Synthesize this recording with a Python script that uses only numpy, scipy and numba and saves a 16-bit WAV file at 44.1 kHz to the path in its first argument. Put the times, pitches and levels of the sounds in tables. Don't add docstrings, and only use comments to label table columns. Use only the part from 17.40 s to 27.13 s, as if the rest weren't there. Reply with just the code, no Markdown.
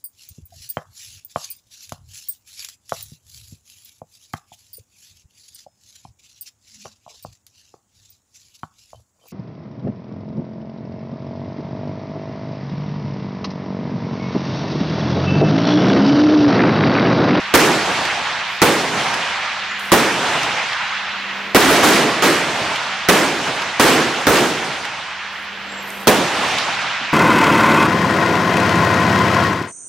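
import sys
import numpy as np
from scipy import signal
from scipy.io import wavfile
from scipy.ndimage import uniform_filter1d, minimum_filter1d
from numba import njit

SR = 44100
rng = np.random.default_rng(int(sys.argv[2]) if len(sys.argv) > 2 else 0)


def unload_audio(sound):
    columns = np.transpose(np.atleast_2d(sound))
    steps = np.round(np.clip(columns, -1, 1) * 32767)
    wavfile.write(sys.argv[1], SR, steps.astype(np.int16))


N = 429093
FRAME, OVERLAP = 1024, 768
BINS = np.fft.rfftfreq(FRAME, 1 / SR)[:, None]


def gain_of(db):
    return 10 ** (np.asarray(db) / 20)


def read(points, hz):
    f, value = np.transpose(points)
    return np.interp(np.log(hz + 1), np.log(f + 1), value)


def evened(x):
    return x / np.sqrt(np.mean(x ** 2) + 1e-20)


def wander(shape, size):
    return evened(uniform_filter1d(rng.standard_normal(shape), size=size))


def colour(points):
    return evened(gain_of(read(points, BINS)))


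def decay(t, t60):
    return np.exp(-np.log(1000) * np.maximum(t, 0) / t60)


def add(mix, s, sound):
    part = mix[:, max(round(s * SR), 0):][:, :sound.shape[1]]
    part += sound[:, :part.shape[1]]


# pitch_hz [Hz], likeness [0 to 1]
LEFT_RIGHT_LIKENESS = [(40, 0.5), (100, 0.97), (220, 0.96), (1200, 0.92), (3000, 0.84), (7000, 0.37),
                       (15000, 0.077)]


def noise(seconds, shape):
    count = int(seconds * SR)
    white = rng.standard_normal((2, count + FRAME))
    _, t, (a, b) = signal.stft(white, SR, nperseg=FRAME, noverlap=OVERLAP)
    same = np.clip(read(LEFT_RIGHT_LIKENESS, BINS), 0, 1)
    mid = a * np.sqrt((1 + same) / 2)
    side = b * np.sqrt((1 - same) / 2)
    stereo = np.array([mid + side, mid - side]) * shape(t)
    return signal.istft(stereo, nperseg=FRAME, noverlap=OVERLAP)[1][:, :count]


def burst(gains, t60, rise):
    sound = noise(t60 + rise, lambda t: gains)
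    t = np.arange(sound.shape[1]) / SR
    return sound * np.minimum(t / rise, 1) ** 2 * decay(t - rise, t60)


# [dB per Hz, relative]
AIR_SPECTRUM = [(30, -22), (80, -19), (160, -1), (280, -4), (450, -1.5), (1000, 1.5), (2500, -1),
                (6000, -16.5), (10000, -32), (16000, -33)]


def background(hum_hz=198, hum_db=-45, air_db=-34.5):
    hum = evened(np.sin(2 * np.pi * hum_hz * np.arange(N) / SR))
    air = noise(N / SR + 1, lambda t: colour(AIR_SPECTRUM))[:, :N]
    return gain_of(hum_db) * hum + gain_of(air_db) * air


# start_s [s], end_s [s], pitch_hz [Hz], level_db [dB rms]
WHISTLE_TONES = [(2.27, 2.41, 7000, -48), (8.25, 8.46, 7500, -50.5), (8.37, 8.70, 13250, -53)]


def whistles(waver_hz=110, flutter_db=4):
    out = np.zeros((2, N))
    for start_s, end_s, pitch_hz, level_db in WHISTLE_TONES:
        count = max(int((end_s - start_s) * SR), 100)
        pitch = pitch_hz + waver_hz * wander(count, 70)
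        flutter = gain_of(flutter_db * wander(count, 400))
        tone = np.sin(2 * np.pi * np.cumsum(pitch) / SR)
        tone = evened(tone * flutter * signal.windows.tukey(count, .5))
        add(out, start_s, gain_of(level_db) * np.array([tone, tone]))
    return out


# stray echoes of the crack off single trunks or frames
# the one at 9.184 s is a loud slap back from the far end, bullet strike or echo, after the last shot
SHORT_HITS = [(0.832, -32, 8000), (2.395, -28, 8600), (3.288, -15, 3600), (3.330, -10.5, 3600),
              (8.503, -31, 8300), (9.184, 1, 3600), (9.6, -25, 236)]
# start_s [s], end_s [s], level_db [dB rms]
CLOTH_RUSTLES = [(1.058, 1.196, -46), (2.37, 2.532, -46), (7.883, 8.095, -54), (8.432, 8.686, -49.5)]


def hits_and_rustles(sharpness=1.6, rustle_hz=9000, contact_s=.006, ring_cycles=70):
    def body(hz):
        ratio = (BINS + 1) / hz
        return evened(1 / (1 + (sharpness * (ratio - 1 / ratio)) ** 2))

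    out = np.zeros((2, N))
    for start_s, level_db, pitch_hz in SHORT_HITS:
        t60 = contact_s + ring_cycles / pitch_hz
        hit = burst(evened(body(pitch_hz) ** 1.2), t60, rise=.001)
        add(out, start_s, gain_of(level_db) * hit)
    for start_s, end_s, level_db in CLOTH_RUSTLES:
        rub = noise(max(end_s - start_s, .02), lambda t: np.sqrt(body(rustle_hz)))
        slips = gain_of(1.8 * wander(rub.shape[1], 200))
        rustle = evened(rub * slips * signal.windows.tukey(len(slips), .5))
        add(out, start_s, gain_of(level_db) * rustle)
    return out


# [dB per Hz, relative]
ROOF_SPECTRUM = [(40, -54), (120, -9.5), (200, -2), (330, 3.5), (600, -2), (1100, -4), (1900, -5),
                 (4000, -13.5), (8000, -18.5), (16000, -30)]
WOODS_SPECTRUM = [(40, -18), (130, -0.5), (330, -1), (550, 1), (800, 4.5), (1200, 1), (1800, 0),
                  (2800, -1.5), (4200, -7), (6200, -12), (9000, -20), (16000, -41)]
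# pitch_hz [Hz], t60_s [s to fall 60 dB]
ROOF_DECAY = [(100, 0.73), (350, 0.57), (1500, 0.59), (6000, 0.58), (15000, 0.37)]
WOODS_DECAY = [(120, 1.29), (400, 0.9), (800, 1.63), (1600, 2.46), (3000, 2.27), (6000, 1.714),
               (10000, 1.15), (15000, 0.83)]


def rolling(roof_db, woods_db, hold_s=0.053, far_s=0.39, swell_s=0.055, near_slope_db=5, build_s=0.017):
    def shape(t):
        dying = decay(t - hold_s, read(ROOF_DECAY, BINS))
        arriving = (1 - np.exp(-t / swell_s)) * gain_of(near_slope_db * np.maximum(far_s - t, 0))
        fading = decay(t - far_s, read(WOODS_DECAY, BINS))
        grain = uniform_filter1d(rng.standard_normal(fading.shape), size=6, axis=1)
        lumpy = gain_of(1.3 * evened(uniform_filter1d(grain, size=24, axis=0)))
        roof = gain_of(roof_db) * colour(ROOF_SPECTRUM) * dying
        woods = gain_of(woods_db) * colour(WOODS_SPECTRUM) * arriving * fading
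        return lumpy * np.hypot(roof, woods)

    sound = noise(2.8, shape)
    return sound * np.minimum(np.arange(sound.shape[1]) / SR / build_s, 1)


def earlier_shot(age_s=0.94):
    out = np.zeros((2, N))
    add(out, 0, rolling(roof_db=24, woods_db=-5)[:, int(age_s * SR):])
    return out


SOUND_M_PER_S = 343
TYPICAL_DB = 26
CRACK_DB, CRACK_GROWTH = 21, 0.53
WOODS_DB, WOODS_GROWTH, WOODS_LOSS_DB_PER_M = -0.15, 0.23, 0.2128
SLAP_DELAY_S, SLAP_DB = .497, -2.5
# [dB per Hz, relative]
CRACK_SPECTRUM = [(100, -19), (700, -5.5), (1300, -3.5), (2200, -13.5), (5000, -19.5), (16000, -31.5)]
BLAST_SPECTRUM = [(40, -6), (110, -19), (190, 3.5), (300, -2.5), (460, 2.5), (750, -4.5), (1400, -6.5),
                  (3000, -18.5), (7000, -28), (16000, -25)]
# start_s [s], blast_db [dB], roof_db [dB, ring], distance_m [m along the firing line]
RIFLE_SHOTS = [(0.139, 33.5, 28, 4.9), (1.217, 26, 19, 8.5), (2.518, 33, 22, 5.1), (4.147, 39, 29.5, 14),
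               (4.284, 24.5, 20.5, 16), (4.428, 12.5, 25, 18.4), (4.822, 12, 15, 13), (5.686, 24, 21.5, 12),
               (6.396, 23.5, 25, 16), (6.868, 31, 19.5, 29), (8.671, 29.5, 19.5, 4.5)]


def rifles(thump_hz=330, thump_t60=0.016, lag_s=.003, thump_db=4, blast_t60=.135):
    out, t = np.zeros((2, N)), np.arange(2048) / SR
    thump = np.sin(2 * np.pi * thump_hz * t) * decay(t, thump_t60) * np.ones((2, 1))
    slap_colour = colour([(200, -20), (1500, 9.5), (5000, 2), (15000, -22)])
    for start_s, blast_db, roof_db, distance_m in RIFLE_SHOTS:
        excess_db = blast_db - TYPICAL_DB
        travel_s = abs(distance_m) / SOUND_M_PER_S
        crack_db = CRACK_DB + CRACK_GROWTH * excess_db
        woods_db = WOODS_DB + WOODS_GROWTH * excess_db - WOODS_LOSS_DB_PER_M * distance_m
        crack = burst(colour(CRACK_SPECTRUM), t60=0.093, rise=0.0013)
        blast = burst(colour(BLAST_SPECTRUM), blast_t60, rise=0.022)
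        slap = burst(slap_colour, t60=0.042, rise=.002)
        add(out, start_s, gain_of(crack_db) * crack)
        add(out, start_s + lag_s, gain_of(blast_db + thump_db) * thump)
        add(out, start_s, gain_of(blast_db) * blast)
        add(out, start_s, rolling(roof_db, woods_db, travel_s))
        add(out, start_s + SLAP_DELAY_S + travel_s, gain_of(woods_db + SLAP_DB) * slap)
    return out


def scene():
    return background() + whistles() + hits_and_rustles() + earlier_shot() + rifles()


def saturate(dry, overload_db, cross=0.016, gap_size=5):
    bent = dry / (1 + abs(dry / gain_of(overload_db)) ** 1.5) ** (1 / 1.5)
    _, poles = signal.iirpeak(7000, 1, fs=SR)
    bent = signal.lfilter(poles[::-1], poles, bent)
    treble = signal.lfilter(*signal.butter(2, 1500, "high", fs=SR), bent)
    return bent - cross * np.roll(treble[::-1], gap_size, axis=1)


@njit
def follow(over, attack, release, held):
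    out = np.zeros(len(over))
    for i in range(len(over)):
        held = held + attack if over[i] > held else max(held - release, 0.)
        out[i] = held
    return out


def camera_drone():
    spectrum = colour([(25, -33), (55, -5), (75, 11), (110, -8), (300, -35), (2000, -70)])
    rumble = noise(N / SR + 1, lambda t: spectrum)[:, :N]
    drone = evened(np.sin(2 * np.pi * 75.2 * np.arange(N) / SR))
    return gain_of(-61) * rumble + gain_of(-59.5) * drone


def record(dry, overload_db=17, target_db=-5, duck_db_per_s=900, recover_db_per_s=19.5, ceiling=0.53,
           low_cut_hz=85, start_db=7, preamp_db=3, edge_hz=15850):
    saturated = gain_of(preamp_db) * saturate(dry, overload_db)
    peaks = -minimum_filter1d(-abs(saturated).max(0), size=16)
    over_db = 20 * np.log10(peaks + 1e-9) - target_db
    duck_db = follow(over_db, duck_db_per_s / SR, recover_db_per_s / SR, float(start_db))
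    ducked = saturated * gain_of(-duck_db)
    clipped = ducked / (1 + (ducked / ceiling) ** 4) ** (1 / 4)
    clipped = signal.lfilter(*signal.butter(1, low_cut_hz, "high", fs=SR), clipped)
    out = clipped * gain_of([[-.8], [.8]]) + camera_drone()
    band_limit = signal.firwin(255, edge_hz, window=("kaiser", 8), fs=SR)
    return signal.oaconvolve(out, band_limit[None], "same")


dry = scene()
out = record(dry)
unload_audio(out)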